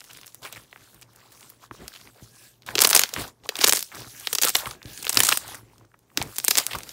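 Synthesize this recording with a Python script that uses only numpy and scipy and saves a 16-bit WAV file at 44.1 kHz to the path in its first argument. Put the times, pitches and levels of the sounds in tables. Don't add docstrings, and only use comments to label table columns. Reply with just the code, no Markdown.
import sys
import numpy as np
from scipy import signal
from scipy.fft import rfft, irfft, next_fast_len
from scipy.io import wavfile
from scipy.ndimage import uniform_filter1d, map_coordinates

SR = 44100
rng = np.random.default_rng(int(sys.argv[2]) if len(sys.argv) > 2 else 0)


def makeup_ratio(level_db):
    decades = np.asarray(level_db, float) / 20
    return 10 ** decades


def file_out(sig):
    cols = np.atleast_2d(sig).T
    lim = np.clip(cols, -1, 1)
    pcm = np.round(lim * 32767).astype(np.int16)
    wavfile.write(sys.argv[1], SR, pcm)


N = 305172


def unit(x):
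    return x / np.sqrt(np.mean(x ** 2) + 1e-20)


def along(points, hz):
    f, value = np.transpose(points)
    return np.interp(np.log(hz + 1), np.log(f + 1), value)


def filtered(x, response):
    size = next_fast_len(N + 8192)
    hz = np.fft.rfftfreq(size, 1 / SR)
    return irfft(rfft(x, size) * response(hz), size)[:N]


def coloured(x, spectrum):
    return filtered(x, lambda hz: makeup_ratio(along(spectrum, hz)))


def wobble(rate):
    knots = rng.standard_normal(int(N * rate / SR) + 4)
    return map_coordinates(knots, [np.arange(N) * rate / SR])


def modes(table):
    def response(f):
        total = 0
        for k, (centre, width, db) in enumerate(table):
            damping = 1j * f * width
            total = total + (-1) ** k * makeup_ratio(db) * damping / (centre * centre - f * f + damping)
        return total
    return response


def laid(start_s, shapes):
    at = np.round(start_s * SR).astype(int)[:, None] + np.arange(shapes.shape[1])
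    return np.bincount(at.ravel(), shapes.ravel(), N + SR)[:N]


def rung(hz, cycles, t):
    return np.sin(2 * np.pi * hz * t) * np.exp(-t * hz / cycles)


def banded(noise, hz, cycles):
    kernel = rung(hz, cycles, np.arange(128) / SR)
    kernel /= np.linalg.norm(kernel, axis=1, keepdims=True)
    return signal.fftconvolve(noise, kernel, axes=1)[:, :noise.shape[1]]


def patchy(x, depth_db):
    z = signal.stft(x, nperseg=256)[2]
    field = uniform_filter1d(rng.standard_normal(z.shape), size=9, axis=0)
    field = uniform_filter1d(field, size=18, axis=1)
    return signal.istft(z * makeup_ratio(depth_db * unit(field)), nperseg=256)[1][:N]


def swells(peak_s, db, rise_s, fall_s):
    roundness = 1.8
    at = np.arange(0, N + 64, 64)
    late = at[:, None] / SR - peak_s
    away = np.maximum(late / np.clip(fall_s, .01, 9), -late / np.clip(rise_s, .01, 9))
    power = np.sum(makeup_ratio(db - 20 * away ** roundness) ** 2, axis=1)
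    return np.interp(np.arange(N), at, 10 * np.log10(power + 3e-8))


def background():
    # (frequency [Hz], density [dB per Hz])
    air_colour = [(15, -45.5), (25, 7.5), (124, -16.5), (167, 3), (1140, -8), (4100, -53), (5830, -15),
                  (15500, -42)]
    # (frequency [Hz], level [dB])
    partials = [(118.4, -70)]
    mix = makeup_ratio(-70.5) * unit(coloured(rng.standard_normal(N), air_colour))
    for hz, db in partials:
        level = makeup_ratio(db + 2.5 + 1.4 * wobble(3.6))
        mix = mix + level * np.sin(2 * np.pi * hz * np.arange(N) / SR + .4 * wobble(14))
    return mix


def effort():
    # (peak time [s], fizz level [dB], 20 dB rise [s], 20 dB fall [s],
    # squelch over fizz [dB])
    pulls = [(0.15, -53.5, .5, .33, -6), (0.445, -47, .03, .09, 3), (0.56, -52, .07, .11, 3),
             (0.88, -57, .4, .22, -3), (1.2, -61, .18, .2, 4), (1.42, -54, .22, .2, -1),
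             (1.635, -54, .05, .055, 2), (1.73, -57, .02, .3, 5), (1.96, -52, .2, .2, -4),
             (2.085, -63, .07, .05, 10), (2.22, -55, .12, .11, -2), (2.43, -52.5, .19, .14, -9)]
    # (peak time [s], fizz level [dB], 20 dB rise [s], 20 dB fall [s],
    # squelch over fizz [dB])
    kneads = [(2.672, -48, 0.012, 0.2, 3), (2.85, -37.5, 0.1423, 0.16, 5.5), (2.96, -28, 0.07, 0.135, -3),
              (3.21, -36, 0.13, 0.085, 3), (3.445, -58, 0.012, 0.4, 1), (3.66, -34, 0.1261, 0.1, 1),
              (3.77, -35, 0.1, .13, -18), (3.99, -44.5, 0.085, 0.1, 6), (4.24, -43, 0.35, 0.46, -11.5),
              (4.446, -26, 0.0226, 0.0865, -11), (4.569, -29.5, .04, 0.08, -3.5),
              (4.678, -42, .12, 0.09, 3.5), (4.95, -43, 0.12, 0.41, -9), (5.19, -31, 0.07, 0.06, 2),
              (5.27, -30, 0.18, 0.1552, -19), (5.32, -33, 0.07, 0.07, 2), (5.521, -43.5, 0.23, 0.1, 1.5),
              (5.7, -68, 1.2, 0.19, 3), (6.185, -45, .02, 0.08, 8), (6.36, -45, 0.22, 0.23, -6),
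              (6.52, -33.5, 0.0736, 0.18, -20), (6.587, -31.5, 0.0529, 0.07, 1.5),
              (6.75, -42.5, 0.09, 0.07, 5), (6.9, -47.5, 0.28, 4, -2.5)]
    s, db, rise_s, fall_s, wet_db = np.transpose(pulls + kneads)
    return swells(s, db, rise_s, fall_s), swells(s, db + wet_db, rise_s, fall_s)


def crackle(colour, count, centre_hz, cycles, spread_db, smooth, clump_db):
    at = rng.random(count) * N / SR
    size = makeup_ratio(spread_db * rng.exponential(size=(count, 1)))
    hz = centre_hz * np.exp(0.533 * rng.standard_normal((count, 1)))
    hz = np.clip(hz, 200, SR / 3)
    bursts = laid(at, size * rung(hz, cycles, np.arange(300) / SR))
    bursts /= np.sqrt(np.abs(uniform_filter1d(bursts ** 2, SR // 8)) + 1e-9)
    mix = (bursts + smooth * rng.standard_normal(N)) * makeup_ratio(clump_db * wobble(35))
    return unit(coloured(patchy(mix, depth_db=3.0), colour))


def tearing():
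    # (frequency [Hz], density [dB per Hz])
    fizz_colour = [(500, -43), (1500, -14), (3500, -4.5), (8000, -4), (15800, -6.5)]
    # (frequency [Hz], density [dB per Hz])
    squelch_colour = [(150, -30), (400, -9), (1100, -5.5), (2600, -6.5), (5000, -8), (10000, -46)]
    fizz_db, squelch_db = effort()
    fizz = crackle(fizz_colour, count=6000, centre_hz=8000, cycles=1.3,
                   spread_db=2, smooth=1.4, clump_db=1.5)
    sizzle = unit(np.diff(rng.standard_normal(N + 2), 2))
    squelch = crackle(squelch_colour, count=4500, centre_hz=1700, cycles=1.8,
                      spread_db=3.2, smooth=.9, clump_db=2.5)
    mix = makeup_ratio(fizz_db + 0.5) * fizz
    mix = mix + makeup_ratio(0.82 * fizz_db - 20.5) * sizzle
    return mix + makeup_ratio(squelch_db - 1.5) * squelch


def pockets():
    # (time [s], peak level [dB], pitch [Hz])
    ticks = [(0.0059, -26, 5200), (0.016, -32.5, 2000), (0.0418, -31, 6300), (0.0487, -34.5, 9300),
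             (0.1111, -31, 4890), (0.132, -25.5, 8000), (0.145, -36, 5900), (0.1496, -31, 3300),
             (0.164, -36, 2400), (0.1683, -36, 7800), (0.1722, -27.5, 6800), (0.187, -34.5, 2100),
             (0.2135, -29, 5360), (0.2327, -29.5, 2980), (0.245, -33, 2500), (0.2609, -28.5, 10400),
             (0.2675, -25.5, 8900), (0.2783, -28.5, 6000), (0.3224, -42, 6000), (0.3301, -45, 8400),
             (0.3534, -37, 6500), (0.4212, -36, 5700), (0.5256, -24.5, 9700), (0.5272, -24, 6400),
             (0.5498, -32, 3900), (0.5782, -34, 2290), (0.636, -40, 5200), (0.7132, -43, 7900),
             (0.7285, -27.5, 1950), (0.7605, -29.5, 1660), (0.775, -41, 2200), (0.9449, -34, 10300),
             (1.0142, -34.5, 13100), (1.0181, -38.5, 9400), (1.0224, -33, 7000), (1.0288, -33, 5400),
             (1.1329, -42, 11000), (1.1608, -36, 9700), (1.3207, -34.5, 8200), (1.326, -37, 8500),
             (1.3965, -37, 6900), (1.4087, -31, 7700), (1.429, -34, 3200), (1.4942, -34, 10400),
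             (1.5007, -25, 12500), (1.7114, -28, 1660), (1.9387, -30, 4000), (1.9611, -27, 3300),
             (1.973, -36, 3200), (2.013, -32.5, 4200), (2.0535, -40, 5600), (2.1462, -44, 4600),
             (2.2432, -39, 4900), (2.6215, -37, 4030), (2.6325, -42, 3000), (2.664, -25.5, 9000),
             (2.6657, -34, 3700), (2.6775, -31.5, 2500), (3.2793, -25.5, 7240), (3.4368, -39, 3100),
             (3.4454, -40, 4360), (3.4545, -35, 3900), (3.457, -38, 2600), (3.465, -42.5, 12000),
             (3.8898, -41, 3700),
             (3.9177, -30, 1800), (3.9483, -24, 5300), (4.0045, -26, 9000), (4.02, -29, 4000),
                  (4.818, -32.5, 1800), (4.829, -27.5, 4100), (4.8576, -27, 4000), (4.933, -25, 7300),
                  (5.4145, -27, 5900), (5.4388, -41, 5200), (5.4798, -21.5, 6800), (5.553, -24.5, 7830),
                  (5.7816, -39, 5600), (5.7976, -48.5, 6600), (5.851, -47, 5000), (5.9404, -49, 2110),
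                  (5.9425, -38.5, 1400), (5.9456, -45, 1590), (5.9906, -43, 7400), (6.102, -46, 2000),
                  (6.4367, -30, 10900), (6.806, -27.5, 2600), (6.8338, -21.5, 5330)]
    # (time [s], peak level [dB], pitch [Hz], flutter under peak [dB])
    stretch_pops = [
        (0.3457, -18, 11000, -27),
        (1.88, -18, 5870, -18.5),
    ]
    # (time [s], peak level [dB], pitch [Hz], flutter under peak [dB])
    first_pops = [(2.6887, -17, 1600, -18), (2.7535, -8.5, 3700, -15), (2.755, -4.5, 4800, -24),
                  (2.7766, -14.5, 4800, -25), (2.7823, -2.5, 3500, -30.5), (2.7908, 2.5, 4600, -28),
                  (2.8054, 2.5, 6100, -28), (2.8117, -6.5, 9500, -16), (2.8142, -3, 8700, -27.5),
                  (2.8184, 1.5, 7400, -11), (2.8215, 0.5, 7900, -23), (2.825, -6, 5000, -18),
                  (2.8376, -3, 8900, -22.5), (2.8385, -1.5, 8900, -26), (2.8466, -2, 5400, -12),
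                  (2.849, -1, 4800, -12), (2.8518, 1, 6900, -22.5), (2.863, -15.5, 5900, -18.5),
                  (2.8724, 2.5, 10300, -21), (2.8921, -1, 9900, -30.5), (2.9006, -5, 11200, -19.5),
                  (2.9017, -6.5, 11000, -20), (2.9054, -1.5, 12000, -24.5), (2.911, -1.5, 10900, -29),
                  (2.9148, -11, 10500, -25), (2.9301, 0, 4600, -17), (2.949, 4, 8500, -15),
                  (2.9516, 2, 9300, -18.5), (2.954, 1.5, 8700, -25), (2.962, 1, 5700, -14),
                  (2.964, 3.5, 8200, -17.5), (2.9744, 1, 7300, -21.5), (2.9933, 0, 7300, -12.5),
                  (2.995, -5, 7100, -18), (3.009, -10.5, 9400, -20), (3.0155, -7, 7000, -16.5),
                  (3.0361, 3, 4700, -25), (3.091, -22, 5500, -15), (3.138, -11.5, 6800, -16.5),
                  (3.1634, -12.5, 2000, -18)]
    # (time [s], peak level [dB], pitch [Hz], flutter under peak [dB])
    second_pops = [(3.4906, -8.5, 3850, -14), (3.5555, -14, 3700, -18.5), (3.5671, -15.5, 7300, -20),
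                   (3.589, -17, 7820, -18), (3.608, -20, 2800, -23), (3.6126, -6.5, 4400, -16),
                   (3.6199, -7.5, 7280, -28), (3.626, -15, 4590, -21), (3.6334, -16.5, 4400, -21),
                   (3.6381, -3.5, 3990, -25), (3.6416, 3, 3646, -14.5), (3.6434, 3.5, 6160, -15.5),
                   (3.6654, -4.5, 7110, -24.5), (3.67, 2, 6800, -29.5), (3.676, 4, 9800, -26),
                   (3.6777, -6.5, 7080, -22), (3.6839, 4, 11480, -28.5), (3.6943, 5, 5460, -19),
                   (3.6965, -5.5, 7440, -19), (3.711, -12.5, 8830, -23), (3.7244, 6.5, 7940, -25.5),
                   (3.7338, 4.5, 7940, -29.5), (3.7496, -10, 6900, -18.5), (3.76, -8, 7820, -19),
                   (3.7709, -7, 5820, -16.5), (3.776, -10, 10140, -23.5), (3.7839, -17.5, 10760, -26.5),
                   (3.7924, -10, 8890, -24), (3.8065, -13.5, 10100, -23), (3.827, -8.5, 10620, -26),
                   (3.9543, -22.5, 8300, -21.5)]
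    # (time [s], peak level [dB], pitch [Hz], flutter under peak [dB])
    third_pops = [(4.1984, -23.5, 9040, -20), (4.209, -26.5, 5600, -19.5), (4.2722, -5, 3410, -21),
                  (4.3294, 0, 8440, -21), (4.332, -10.5, 6960, -16), (4.351, -5, 6600, -17),
                  (4.3544, -10.5, 5490, -19.5), (4.3851, -3, 5100, -21.5), (4.3876, -14, 3390, -17),
                  (4.416, -6.5, 5670, -21), (4.4192, -5.5, 7860, -19.5), (4.4225, -1.5, 8900, -19),
                  (4.425, -8, 8100, -17.5), (4.4342, 1.5, 6200, -19), (4.4432, -6.5, 4610, -13),
                  (4.4492, -1.5, 9500, -17), (4.4735, -4.5, 6280, -23), (4.485, -6, 6830, -19),
                  (4.4919, -3, 9540, -22), (4.4938, -9, 10840, -18), (4.501, -10.5, 6090, -15),
                  (4.5505, -6, 12130, -17.5), (4.5538, 2.5, 3640, -18.5), (4.5562, -9.5, 4400, -18.5),
                  (4.566, -7.5, 10500, -18), (4.658, -17.5, 2670, -13), (4.7109, -16, 5520, -23)]
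    # (time [s], peak level [dB], pitch [Hz], flutter under peak [dB])
    fourth_pops = [(4.9766, -20, 4880, -21), (5.0276, -14.5, 6690, -20), (5.0304, -20, 6900, -21),
                   (5.0457, -26, 3684, -21.5), (5.0516, -13.5, 8300, -31), (5.0684, -9, 2980, -20.5),
                   (5.0788, -20.5, 4500, -9.5), (5.094, -6.5, 7640, -11.5), (5.1013, -11, 6760, -19),
                   (5.161, -20, 2500, -16), (5.1287, -13, 10800, -17.5), (5.145, -5.5, 6200, -33),
                   (5.1543, -11.5, 9000, -21.5), (5.1719, 0.5, 4760, -12), (5.192, -10, 10450, -16),
                   (5.2033, 3, 9500, -19.5), (5.204, -1, 2800, -18), (5.2234, -12.5, 4720, -18),
                   (5.234, -1.5, 7210, -16.5), (5.2362, -8, 7700, -20), (5.2495, -5.5, 7750, -18.5),
                   (5.2688, -3, 7300, -21), (5.28, -11.5, 7800, -16.5), (5.2887, -2.5, 6630, -17),
                   (5.2907, 0.5, 7330, -19), (5.3144, -11.5, 4510, -21.5), (5.322, -6.5, 5400, -17.5),
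                   (5.3251, -3, 2486, -13), (5.3731, -4, 10300, -17)]
    # (time [s], peak level [dB], pitch [Hz], flutter under peak [dB])
    last_pops = [(6.1742, 1.5, 4960, -24.5), (6.1768, -19, 3080, -22), (6.2155, -12, 3340, -20),
                 (6.22, -16, 2500, -21.5), (6.2257, -11, 7000, -23), (6.361, -20, 8300, -28),
                 (6.3655, -19, 7000, -28), (6.384, -6.5, 8330, -16.5), (6.389, -18.5, 9800, -23.5),
                 (6.4005, -14, 4950, -29), (6.4433, -8, 9900, -34), (6.4478, 1.5, 8060, -30.5),
                 (6.452, -18, 6300, -21), (6.4812, 0.5, 7580, -16), (6.4829, 1, 8200, -21.5),
                 (6.4847, -12.5, 6700, -18), (6.5068, -1.5, 9900, -20.5), (6.51, 3, 5120, -21.5),
                 (6.5125, -7, 5480, -17.5), (6.5545, -4, 5120, -24), (6.5724, 2, 8870, -27),
                 (6.5774, 1, 7640, -21.5), (6.5831, 3, 7050, -18.5), (6.5866, -3, 4300, -20.5),
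                 (6.5991, -11.5, 5200, -17.5), (6.6663, -2, 7350, -29.5), (6.7123, -23, 2900, -15.5),
                 (6.733, -15.5, 3240, -14.5), (6.7536, -27, 2100, -17), (6.786, -20.5, 8130, -16.5),
                 (6.8921, -20, 4900, -20)]
    tick_flutter_db = -20.5
    tiny = [(s, db, hz, tick_flutter_db) for s, db, hz in ticks]
    return stretch_pops + first_pops + second_pops + third_pops + fourth_pops + last_pops + tiny


def pops():
    s, db, hz, flutter_db = np.transpose(pockets())[:, :, None]
    t = np.arange(900) / SR
    since = t - .0004
    noise = rng.standard_normal((len(s), 2, len(t)))
    thin = (hz / 8000) ** 1.1
    u = since * hz
    snap = makeup_ratio(2.5) * np.sin(2 * np.pi * 0.96 * u + 0.21) * np.exp(-(u / 0.39) ** 2)
    film_tick = makeup_ratio(-6) * thin * noise[:, 1] * np.exp(-(since / .0001) ** 2)
    late = np.clip(since, 0, None)
    fading = makeup_ratio(-60 * late / 0.014) + makeup_ratio(-18.5 - 60 * late / 0.024)
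    fading = fading * (1 - np.exp(-late / 0.0005))
    flutter = banded(noise[:, 0], hz, 0.7 * (8000 / hz) ** 0.2)
    flutter = flutter + makeup_ratio(-3) * thin * np.diff(noise[:, 1], prepend=0)
    burst = snap + film_tick + makeup_ratio(flutter_db + 8.5) * fading * flutter
    return laid(np.clip(s[:, 0] - .0004, 0, None), makeup_ratio(db) * burst)


def room(x):
    # (frequency [Hz], t60 [s])
    decay = [(300, 0.25), (2000, 0.11), (14000, 0.19)]
    hz, t, z = signal.stft(rng.standard_normal(SR // 3), SR, nperseg=256)
    dying = makeup_ratio(-60 * t / along(decay, hz)[:, None])
    tail = signal.istft(z * dying, SR, nperseg=256)[1]
    delayed = np.pad(x, (200, 0))
    return signal.fftconvolve(delayed, tail / np.linalg.norm(tail))[:N]


def rips():
    # (time [s], peak level [dB], colour [Hz], length [s])
    strips = [(0.098, -36.5, 2870, 0.0059), (0.429, -31.5, 4300, 0.004), (0.447, -28, 2310, 0.0079),
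              (0.469, -32, 2470, 0.0048), (0.517, -34, 3440, 0.0072), (0.558, -29.5, 1960, 0.0059),
              (1.02, -41, 2840, 0.0049), (1.948, -30.5, 3320, 0.005), (2.704, -28, 1720, 0.0053),
              (3.587, -18.5, 3010, 0.002), (3.603, -16.5, 5300, 0.01), (4.666, -20, 1150, 0.0055),
              (5.042, -23, 2480, 0.0043), (5.544, -25, 8500, 0.0036), (6.708, -23.5, 3080, 0.0049),
              (6.749, -19.5, 1090, 0.0037), (5.123, -19, 4970, 0.0037), (5.189, -14, 9600, 0.0026),
              (5.247, -11.5, 8160, 0.0063), (3.747, -14, 7100, 0.0068), (3.919, -33, 1940, 0.0052)]
    s, db, hz, length_s = np.transpose(strips)[:, :, None]
    t = np.arange(2600) / SR
    noise = rng.standard_normal((len(s), 3, len(t)))
    lumps = makeup_ratio(33.7 * uniform_filter1d(noise[:, 2], 60, axis=1))
    burst = banded(lumps * noise[:, 0], hz, 0.99) + makeup_ratio(-5.5) * lumps * noise[:, 1]
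    u = t / np.clip(length_s, .001, .014)
    return laid(s[:, 0], makeup_ratio(db - 12.5) * burst * u * np.exp(1 - u))


def thuds():
    # (time [s], peak level [dB], shake while the weight settles [dB])
    landings = [(0.573, -37.5, -58), (0.811, -47, -65), (1.709, -33, -56), (1.811, -33.5, -48.5),
                (2.223, -30, -56.5), (2.697, -34.5, -54), (3.183, -34.5, -38.5), (3.965, -44, -45),
                (4.068, -32.5, -74), (4.67, -26, -44), (4.852, -24, -50.5), (4.992, -38, -53),
                (5.165, -38, -44), (5.47, -46, -50.5), (5.63, -37.5, -59), (5.78, -50, -60.5),
                (6.202, -20, -38), (6.76, -25, -42.5)]
    # (frequency [Hz], width [Hz], level [dB])
    table_top = [(51, 17, -6.5), (116.2, 16, 1), (309.4, 210, -10.5)]
    s, db, settle_db = np.transpose(landings)[:, :, None]
    t = np.arange(1024) / SR
    push = laid(s[:, 0], makeup_ratio(db + 10.5) * t / 0.00079 * np.exp(1 - t / 0.00062))
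    uneven = makeup_ratio(4 * wobble(22))
    shake = unit(filtered(rng.standard_normal(N) * uneven, modes(table_top)))
    settling = makeup_ratio(swells(s[:, 0] + 0.0088, settle_db[:, 0], rise_s=0.05, fall_s=0.13))
    kneading = makeup_ratio(-42 + 0.37 * effort()[1])
    return filtered(push, modes(table_top)) + makeup_ratio(2.5) * np.hypot(settling, kneading) * shake


def gulps():
    # (time [s], peak level [dB], pitch [Hz])
    cave_ins = [(1.711, -32, 1130), (2.755, -22, 359), (2.784, -19.5, 406), (2.846, -19, 453),
                (2.93, -14.5, 1380), (3.035, -33, 810), (3.132, -33.5, 482), (3.491, -26, 448),
                (3.522, -35.5, 950), (3.591, -28.5, 300), (3.64, -17, 374), (3.676, -27, 380),
                (3.695, -28, 448), (4.33, -25, 462), (4.383, -32, 1232), (4.45, -22, 478),
                (4.553, -19.5, 1180), (5.067, -31.5, 480), (5.169, -21, 274), (5.289, -13, 1300),
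                (5.321, -14.5, 1245), (6.177, -23, 288), (6.216, -20.5, 830), (6.481, -37, 953),
                (1.713, -33.5, 302), (5.733, -50.5, 893), (5.759, -53, 1130), (5.811, -48, 1004),
                (5.848, -52, 1270), (5.917, -53, 1530), (6.116, -51.5, 1070)]
    s, db, hz = np.transpose(cave_ins)[:, :, None]
    u = np.arange(1024) / SR * hz
    turns = u + 0.53 * (1 - np.exp(-u / 0.15))
    swell = u / 1.38 * np.exp(1 - u / 0.83)
    return laid(s[:, 0], makeup_ratio(db + 7) * np.sin(2 * np.pi * turns) * swell)


def slides():
    # (time [s], half length [s], level [dB])
    strokes = [
        (2.413, 0.089, -60),
        (4.203, 0.073, -58),
        (4.936, 0.12, -53.5),
    ]
    # (frequency [Hz], width [Hz], level [dB])
    hollow = [(1640, 60, 9), (2600, 260, 0)]
    t = np.arange(N) / SR
    stroke = sum(makeup_ratio(db) * np.exp(-((t - s) / half_s) ** 2) for s, half_s, db in strokes)
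    return stroke * unit(filtered(rng.standard_normal(N), modes(hollow)))


def scene():
    def lagging(hz):
        return np.exp(2j * np.pi * 1295 / (hz + 200))

    def small_source(hz):
        return (1j * hz / (260 + 1j * hz)) ** 2

    burst = filtered(filtered(pops(), lagging) + rips() + gulps(), small_source)
    mix = burst + makeup_ratio(-18.0) * room(burst)
    return (mix + tearing() + slides() + thuds() + background())[None]


def low_pass(x):
    return signal.sosfilt(signal.butter(12, 16480, fs=SR, output="sos"), x)


def record(dry):
    clipped = dry[0] / (1 + np.abs(dry[0] / 1.05) ** 8) ** (1 / 8)

    def shaping(hz):
        top = makeup_ratio(-30 * np.clip((hz - 15700) / 300, 0, 1))
        return top * (1j * hz / (30 + 1j * hz)) ** 2

    return low_pass(filtered(clipped, shaping)[None])


dry = scene()
out = record(dry)
file_out(out)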